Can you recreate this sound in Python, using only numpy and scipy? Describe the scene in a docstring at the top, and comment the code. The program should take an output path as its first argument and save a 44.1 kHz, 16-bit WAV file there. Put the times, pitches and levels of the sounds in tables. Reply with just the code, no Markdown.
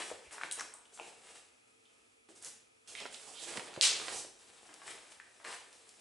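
"""Handling a record sleeve

Beside a quietly spinning turntable in a hard-floored room, someone handles a record and its paper sleeve.
The sleeve rubs, flexes and hisses as its fibres catch and slip. Card and fingers knock, edges scrape,
shifting weight thuds through the floor, and once the stiff sleeve snaps sharply.
The room rings for about half a second after the handling sounds, over a faint hum and hiss."""
import sys
import numpy as np
from scipy import signal
from scipy.fft import rfft, irfft, next_fast_len
from scipy.io import wavfile
from scipy.ndimage import map_coordinates

SR = 44100
rng = np.random.default_rng(int(sys.argv[2]) if len(sys.argv) > 2 else 0)


def transcribe(signal):
    """Save signal, clipped to [-1, 1], as a 16-bit WAV file at the path in sys.argv[1]."""
    frames = np.atleast_2d(signal).T
    limited = np.clip(frames, -1, 1)
    pcm = np.round(limited * 32767).astype(np.int16)
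    wavfile.write(sys.argv[1], SR, pcm)


N = 264776
TOP_HZ = 11170  # the highest pitch heard

# Where the hands are. Each row: time in seconds, how much louder the left is than the right in dB.
HAND_BALANCE = [(0, 2.5), (1.3, 1.7), (2.45, -2.5), (2.95, -6), (3.4, -8.5), (3.8, -2.5), (4.15, -6),
                (4.4, 3.5), (6, 1.5)]
# How wide the echoes sound. Each row: frequency in Hz, stereo width in dB (lower is narrower).
ECHO_WIDTH = [(100, -10), (300, -7.5), (500, -6.5), (1000, -7), (4000, -8.5), (7000, -13.5), (10000, -3.5)]


def amp(db):
    """Turn decibels into a number to multiply by."""
    return 10 ** (np.asarray(db) / 20)


def unit(x):
    """Scale x to an average (rms) level of 1."""
    return x / np.sqrt(np.mean(x ** 2) + 1e-20)


def peaked(x, db):
    """Scale x so that its peak is at db."""
    return amp(db) * x / np.abs(x).max()


def along(points, hz):
    """Read between (Hz, value) points on a scale of octaves."""
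    freqs, values = np.transpose(points)
    return np.interp(np.log(hz + 1), np.log(freqs + 1), values)


def curve(points):
    """Join (seconds, value) points into one value per sample."""
    return np.interp(np.arange(N) / SR, *np.transpose(points))


def wobble(rate):
    """A smooth curve through rate random points a second."""
    points = rng.standard_normal(int(N * rate / SR) + 4)
    return map_coordinates(points, [np.arange(N) * rate / SR])


def filtered(x, response):
    """Multiply each frequency in x by response(hz)."""
    n = x.shape[-1]
    padded = next_fast_len(n + 8192)
    hz = np.fft.rfftfreq(padded, 1 / SR)
    return irfft(rfft(x, padded) * response(hz), padded)[..., :n]


def coloured(x, spectrum):
    """Shape the tone of x with (Hz, dB) points, then scale it to level 1."""
    return unit(filtered(x, lambda hz: amp(along(spectrum, hz))))


def resonance(x, pitch, q):
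    """Make x ring around one pitch; a higher sharpness q rings longer."""
    def response(hz):
        damping = 1j * hz * pitch / q
        return (hz < TOP_HZ) * (damping / (pitch ** 2 - hz ** 2 + damping)) ** 2
    return filtered(x, response)


def placed(x, balance_db):
    """Lean a sound to the left (positive dB) or right (negative dB)."""
    return np.array([x * amp(balance_db / 2), x * amp(-balance_db / 2)])


def stereo_noise(size, width):
    """Noise with a part both ears share (mid) and a part that widens it (side)."""
    mid, side = rng.standard_normal((2, size))
    side = filtered(side, lambda hz: amp(along(width, hz)))
    return unit(np.array([mid + side, mid - side]))


def add(track, start, sound):
    """Mix a sound into the track, beginning at sample number start."""
    track[:, start:start + sound.shape[1]] += sound[:, :max(N - start, 0)]


def room(x, build_s=0.0041):
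    """The walls' answer to x: echoes build up, then each frequency dies at its own speed."""
    # How long the room rings. Each row: frequency in Hz, seconds to fade by 60 dB.
    ring_times = [(100, 1), (400, 0.5759), (2000, 0.58), (5500, 0.485), (11000, 0.37)]
    # The tone of that ring. Each row: frequency in Hz, relative level in dB.
    ring_tone = [(120, 0), (200, -2.5), (320, 0), (455, 2.5), (580, -1.5), (800, 1), (1050, -3),
                 (1800, -0.5), (11000, 1.5)]
    hz, t, bands = signal.stft(stereo_noise(int(.7 * SR), ECHO_WIDTH), SR, nperseg=256)
    fade = amp(-60 * t / along(ring_times, hz)[:, None])
    tail = signal.istft(bands * fade, SR, nperseg=256)[1]
    size = tail.shape[1]
    build_up = 1 - np.exp(-np.arange(size) / SR / build_s)
    tail = unit(coloured(tail, ring_tone) * build_up) / np.sqrt(size)
    return signal.fftconvolve(x[None], tail, axes=1)


def hum_and_hiss(hiss_db=-68.5):
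    """A faint fuzzy hum made of narrow bands of noise, and a steady hiss."""
    # The hum's tones. Each row: pitch in Hz, average level in dB, sharpness q.
    hum_tones = [(102.5, -95.5, 11.4), (255.4, -92.5, 18), (453, -84, 19), (1257, -84.5, 7.6),
                 (2520, -87, 9), (3380, -102, 18)]
    # The tone of the quiet room. Each row: frequency in Hz, relative level in dB.
    hiss_tone = [(15, -41), (25, -20), (118, -5.5), (165, -22), (229, -4.5), (444, -8.5), (651, -22),
                 (1900, -19.5), (2450, -7.5), (2850, -14), (3410, -12.5), (3770, -17), (11000, -14),
                 (14300, -56), (22000, -120)]
    # How wide the hiss sounds. Each row: frequency in Hz, stereo width in dB.
    hiss_width = [(60, -15), (150, 0), (300, -1.5), (700, 20), (2000, 9.5), (4000, -1.5), (7000, -6),
                  (11000, -5)]
    hum = sum(amp(db) * unit(resonance(rng.standard_normal(N), hz, q)) for hz, db, q in hum_tones)
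    return hum + amp(hiss_db) * coloured(stereo_noise(N, hiss_width), hiss_tone)


def friction(slips_per_s, uneven_db, smooth_db):
    """Fibres catch and slip: tiny clicks of uneven size over a smooth slide."""
    slips = (rng.random(N) < slips_per_s / SR) * rng.choice([-1, 1], N)
    sizes = amp(uneven_db * np.minimum(rng.exponential(size=N), 4))
    return unit(slips * sizes) + amp(smooth_db) * rng.standard_normal(N)


def hand_strength(fade_s=0.11, touch_flex_db=-4.5):
    """How hard the hands rub, flex and hiss: each stroke rises, holds and dies away."""
    # Strokes on the sleeve. Each row: start, rise time and hold time in seconds,
    # then the relative strength of rubbing, flexing and hissing in dB.
    strokes = [ (0, 0.00067, 0.011, -37.5, -50.5, -46.5), (0.016, .01, .08, -63, -65, -53.5),
               (0.124, .01, 0.12, -81, -66, -84), (.305, 0.023, 0.0099, -59, -54.5, -51),
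               (0.402, 0.04, 0.013, -49, -58, -54), (0.562, 0.015, 0.034, -52.5, -60, -57),
               (0.919, 0.014, .03, -66, -72, -63), (0.971, 0.0074, 0.12, -59, -63.5, -61.5),
               (1.2, 0.097, 0.083, -60.5, -69, -62), (2.285, 0.0045, 0.016, -63, -63, -61),
               (2.344, 0.017, 0.018, -66, -70, -61.5), (2.41, 0.028, 0.034, -54, -60, -50.5),
               (2.874, 0.0064, .12, -64, -66.5, -56.5), (2.992, .015, 0.031, -63, -54, -63),
               (3.098, 0.027, 0.038, -63, -79, -54.5), (3.17, .03, 0.46, -66, -70, -58.5),
               (3.386, 0.046, .015, -58, -61, -49.5), (3.452, 0.027, 0.098, -49.5, -53.5, -52.5),
               (3.653, 0.029, .04, -56, -59, -65.5), (3.826, 0.035, 0.266, -50.5, -56.5, -53),
               (4.023, 0.1, 0.074, -62, -61, -47.5), (4.825, 0.057, 0.025, -53, -61, -54),
               (5.07, .04, .012, -63, -84, -61), (5.441, 0.004, 0.046, -52, -56, -53.5),
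               (5.484, 0.011, 0.052, -51, -72, -54.5)]
    # The fingers slide lightly between strokes. Each row: time in seconds, relative strength in dB.
    light_touch = [(0, -66.5), (.88, -74), (1.3, -66.5), (1.6, -79), (2.05, -78), (2.25, -87), (2.82, -82),
                   (2.9, -68.5), (3.4, -66.5), (4.27, -79), (4.42, -67), (4.98, -64), (5.2, -70.5),
                   (6, -68)]
    touch_db, t = curve(light_touch), np.arange(SR) / SR
    power = amp([touch_db, touch_db + touch_flex_db, touch_db]) ** 2
    for start, rise, hold, *parts_db in strokes:
        attack = np.minimum(t / rise, 1)
        fade = amp(-60 * np.maximum(t - rise - hold, 0) / fade_s)
        add(power, round(start * SR), np.outer(amp(parts_db), attack * fade) ** 2)
    return np.sqrt(power)


def sleeve(direct_db=-2.0, room_db=-1, room_lean=0.043):
    """Each stroke flexes the card, rubs its face and makes the paper hiss."""
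    # The tones of bending card, rubbed card and paper. Each row: frequency in Hz, relative level in dB.
    flex_tone = [(25, -31), (60, -19), (110, -13), (200, -7), (300, -2), (430, 2.5), (780, -0.5),
                 (1100, -12), (2000, -21), (4000, -78)]
    rub_tone = [(300, -88), (650, -7), (950, -0.5), (1600, -0.5), (2200, -1.5), (3100, -2.5), (4000, -4.5),
                (7000, -29)]
    paper_tone = [(1500, -19), (2900, -6.5), (3700, -6.5), (5000, -2.5), (6500, -3), (8000, 1.5),
                  (9500, -2.5), (11000, -7.5)]
    rubbing, flexing, hissing = hand_strength()
    flex = coloured(friction(slips_per_s=180, uneven_db=4, smooth_db=-0.5), flex_tone)
    rub = coloured(friction(slips_per_s=500, uneven_db=5, smooth_db=-0.5), rub_tone)
    hiss = coloured(friction(slips_per_s=1100, uneven_db=2.5, smooth_db=4), paper_tone)
    direct = flexing * flex + amp(-1.5) * rubbing * rub + amp(2.5) * hissing * hiss
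    direct *= amp(1.87 * wobble(60))  # the grip is never even
    echoes = np.zeros((2, N))
    for part in np.array_split(np.arange(N), 16):
        add(echoes, part[0], room(direct[part]))  # the hands move, so the echoes change
    balance_db = curve(HAND_BALANCE)
    echoes *= placed(np.ones(N), room_lean * balance_db)
    return amp(direct_db) * placed(direct, balance_db) + amp(room_db) * echoes


def knocks(chatter_db=-22.5, chatter_fade_s=0.034):
    """A blow, then a brief buzz of the touching surfaces, makes the card ring for a moment."""
    # Knocks and ticks. Each row: start in seconds, peak in dB before leaning left or right,
    # pitch in Hz, sharpness q, echo level in dB compared with the knock.
    contacts = [ (.103, -36.5, 890, 0.56, 1), (0.1144, -32, 530, 1.7, -7.5), (.121, -38, 573, 0.92, -6),
                (0.3101, -40.5, 1910, 0.97, 4), (0.382, -33, 1350, 1.2, 2), (0.413, -29.5, 1410, 2, -2.5),
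                (0.435, -22.5, 1390, .9, -4), (.5125, -26, 8900, 2.9, 3.5),
                (0.513, -28.5, 3400, 1.45, -0.5), (.5222, -23, 8100, 1.6, 2.5),
                (0.5257, -22.5, 8900, 6.2, -6), (0.592, -37.5, 990, 1.9, -6), (.596, -30, 5830, 4.8, -3),
                (0.5964, -33, 1810, 3, -9), (0.6082, -24.5, 6500, 1.4, -3), (.609, -30, 1300, 1.7, -4),
                (.7393, -32.5, 8370, 3.8, -1), (.855, -52, 3250, 3.6, -1.5), (.991, -43, 655, 1, 2.5),
                (.9976, -35.5, 2620, 4, 0), (.998, -34.5, 720, 1.5, -5.5), (1.012, -42, 533, 0.91, -3),
                (1.855, -54, 3150, 3, 4), (2.29, -54, 330, 1.3, 3.5), (2.4255, -35, 8500, 1.9, 5),
                (2.4475, -26.5, 7800, 0.88, 4.5), (2.876, -39.5, 4250, 0.59, 12),
                (2.952, -31, 2320, 1.45, 3), (3.003, -29, 2400, 0.44, 4.5),
                (3.0552, -30.5, 714, 0.69, -8.5), (3.0625, -30.5, 1090, 0.31, -6),
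                (3.1446, -32.5, 3370, 1.2, 0), (3.573, -24, 2370, 0.66, -9), (3.578, -31.5, 453, 0.43, -11),
                (3.596, -29, 1970, 0.77, -1.5), (3.7402, -35, 3020, 0.32, 7.5),
                (3.7632, -32, 1050, 0.45, 0), (3.7761, -34, 510, 1.15, -0.5), (4.016, -35.5, 600, 0.4, -6),
                (4.083, -22, 1190, 0.52, -2), (4.248, -42.5, 520, 0.97, -9), (4.392, -46, 3500, 0.17, 10.5),
                (4.692, -43.5, 710, 0.5, 7), (4.7411, -34, 7500, 0.52, -8), (4.818, -41, 1150, 0.67, 5),
                (4.8788, -34.5, 1710, 0.77, 5), (5.1998, -37.5, 1670, 2.1, 0), (5.401, -48.5, 1170, 1, 8.5),
                (5.449, -34, 1620, 1.04, 8), (5.729, -40.5, 4940, 0.38, 4.5), (5.892, -37, 6650, .43, 0)]
    out, t = np.zeros((2, N)), np.arange(SR // 20) / SR
    balance_db = curve(HAND_BALANCE)
    blow = t == 0
    for start, db, pitch, q, room_db in contacts:
        chatter = amp(chatter_db - 60 * t / chatter_fade_s) * rng.standard_normal(len(t))
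        ring = peaked(resonance(blow + chatter, pitch, q), db)
        at = round(start * SR)
        add(out, at, placed(ring, balance_db[at]))
        add(out, at, amp(room_db) * room(ring))
    return out


def floor_thuds(fade_s=0.024):
    """Shifting weight gives the floor a low push that dies quickly."""
    # Soft thuds. Each row: start in seconds, peak in dB, pitch in Hz.
    thuds = [(.125, -67, 72), (0.268, -65, 76), (3.578, -46.5, 158), (3.774, -43, 163)]
    out, t = np.zeros((2, N)), np.arange(SR // 4) / SR
    for start, db, pitch in thuds:
        push = rng.standard_normal((1, len(t))) * amp(-60 * t / fade_s)
        add(out, round(start * SR), peaked(resonance(push, pitch, q=1.3), db))
    return out


def edge_scrapes(direct_db=-4, room_db=-2):
    """An edge sticks and slips over card: a band of noise swells and fades."""
    # Each row: loudest moment and length in seconds, relative level in dB, pitch in Hz, sharpness q.
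    scrapes = [(0.267, .04, -59.5, 2330, 2.7), (0.328, 0.02, -53, 9900, 6.8),
               (0.347, 0.044, -50, 1180, 0.68), (0.746, 0.019, -55, 880, 1.2),
               (0.948, 0.021, -52.5, 7750, 2.3), (2.444, .03, -61, 1400, 1.2),
               (2.985, 0.03, -45.5, 2740, 1.4), (3.293, .051, -59, 736, 1.2),
               (3.391, 0.067, -49.5, 3460, 2.3), (3.597, .018, -47, 845, 1.8),
               (4.139, 0.066, -52.5, 740, 1.3), (4.166, 0.028, -45, 5860, 5.1),
               (5.502, 0.042, -48, 930, 0.65)]
    t = np.arange(SR // 4) / SR - 1 / 8  # zero at the loudest moment
    track = np.zeros((1, N))
    for middle, length, db, pitch, q in scrapes:
        band = unit(resonance(rng.standard_normal(len(t)), pitch, q))
        swell = np.exp(-np.log(16) * (t / length) ** 2)  # above half height for length seconds
        add(track, round((middle + t[0]) * SR), amp(db) * band[None] * swell)
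    direct = placed(track[0], curve(HAND_BALANCE))
    return amp(direct_db) * direct + amp(room_db) * room(track[0])[:, :N]


def sleeve_snap(direct_db=-2.0, room_db=8, swell_db=4, swell_s=0.017):
    """The stiff sleeve cracks, facing away from us: early echoes swell, then the room rings."""
    # The one snap: start in seconds, peak in dB before the direct and echo levels are applied.
    start, db = (3.8117, -6)
    # Its tone as it fills the room. Each row: frequency in Hz, relative level in dB.
    echo_tone = [(300, -32), (800, -15.5), (1500, -12), (2100, -6.5), (2800, -0.5), (4200, 1), (5600, -1),
                 (7500, -1), (9000, -4.5), (11000, -13.5)]
    # Bounces off the nearest surfaces. Each row: delay in seconds, level in dB compared with the crack.
    near_walls = [(.0033, -18), (.006, -23), (.0095, -19), (0.015, -9)]
    out, t = np.zeros((2, N)), np.arange(SR // 4) / SR
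    at = round(start * SR)
    blow = 1. * (t == 0)
    crack = peaked(resonance(blow, pitch=4000, q=1.7) + 0.4 * resonance(blow, pitch=7670, q=4.5), db)
    tail = room(blow, build_s=0.02)
    swell = stereo_noise(len(t), ECHO_WIDTH) * (t / swell_s) ** 2 * np.exp(-t / swell_s)
    add(out, at, amp(direct_db) * placed(crack, balance_db=-7.5))
    for delay, wall_db in near_walls:
        add(out, round((start + delay) * SR), amp(wall_db) * crack[None])
    for echo, echo_db in ((tail, room_db), (swell, swell_db)):
        crack_level = np.linalg.norm(crack) / np.sqrt(echo.shape[1])  # its energy spread over the echo
        add(out, at, crack_level * amp(echo_db) * coloured(echo, echo_tone))
    return out


def scene():
    """The handling sounds over the quiet room."""
    handling = sleeve() + knocks() + sleeve_snap() + edge_scrapes()
    return handling + floor_thuds() + hum_and_hiss()


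def record(dry):
    """Cut away the treble above TOP_HZ."""
    return filtered(dry, lambda hz: hz < TOP_HZ)


dry = scene()
out = record(dry)
transcribe(out)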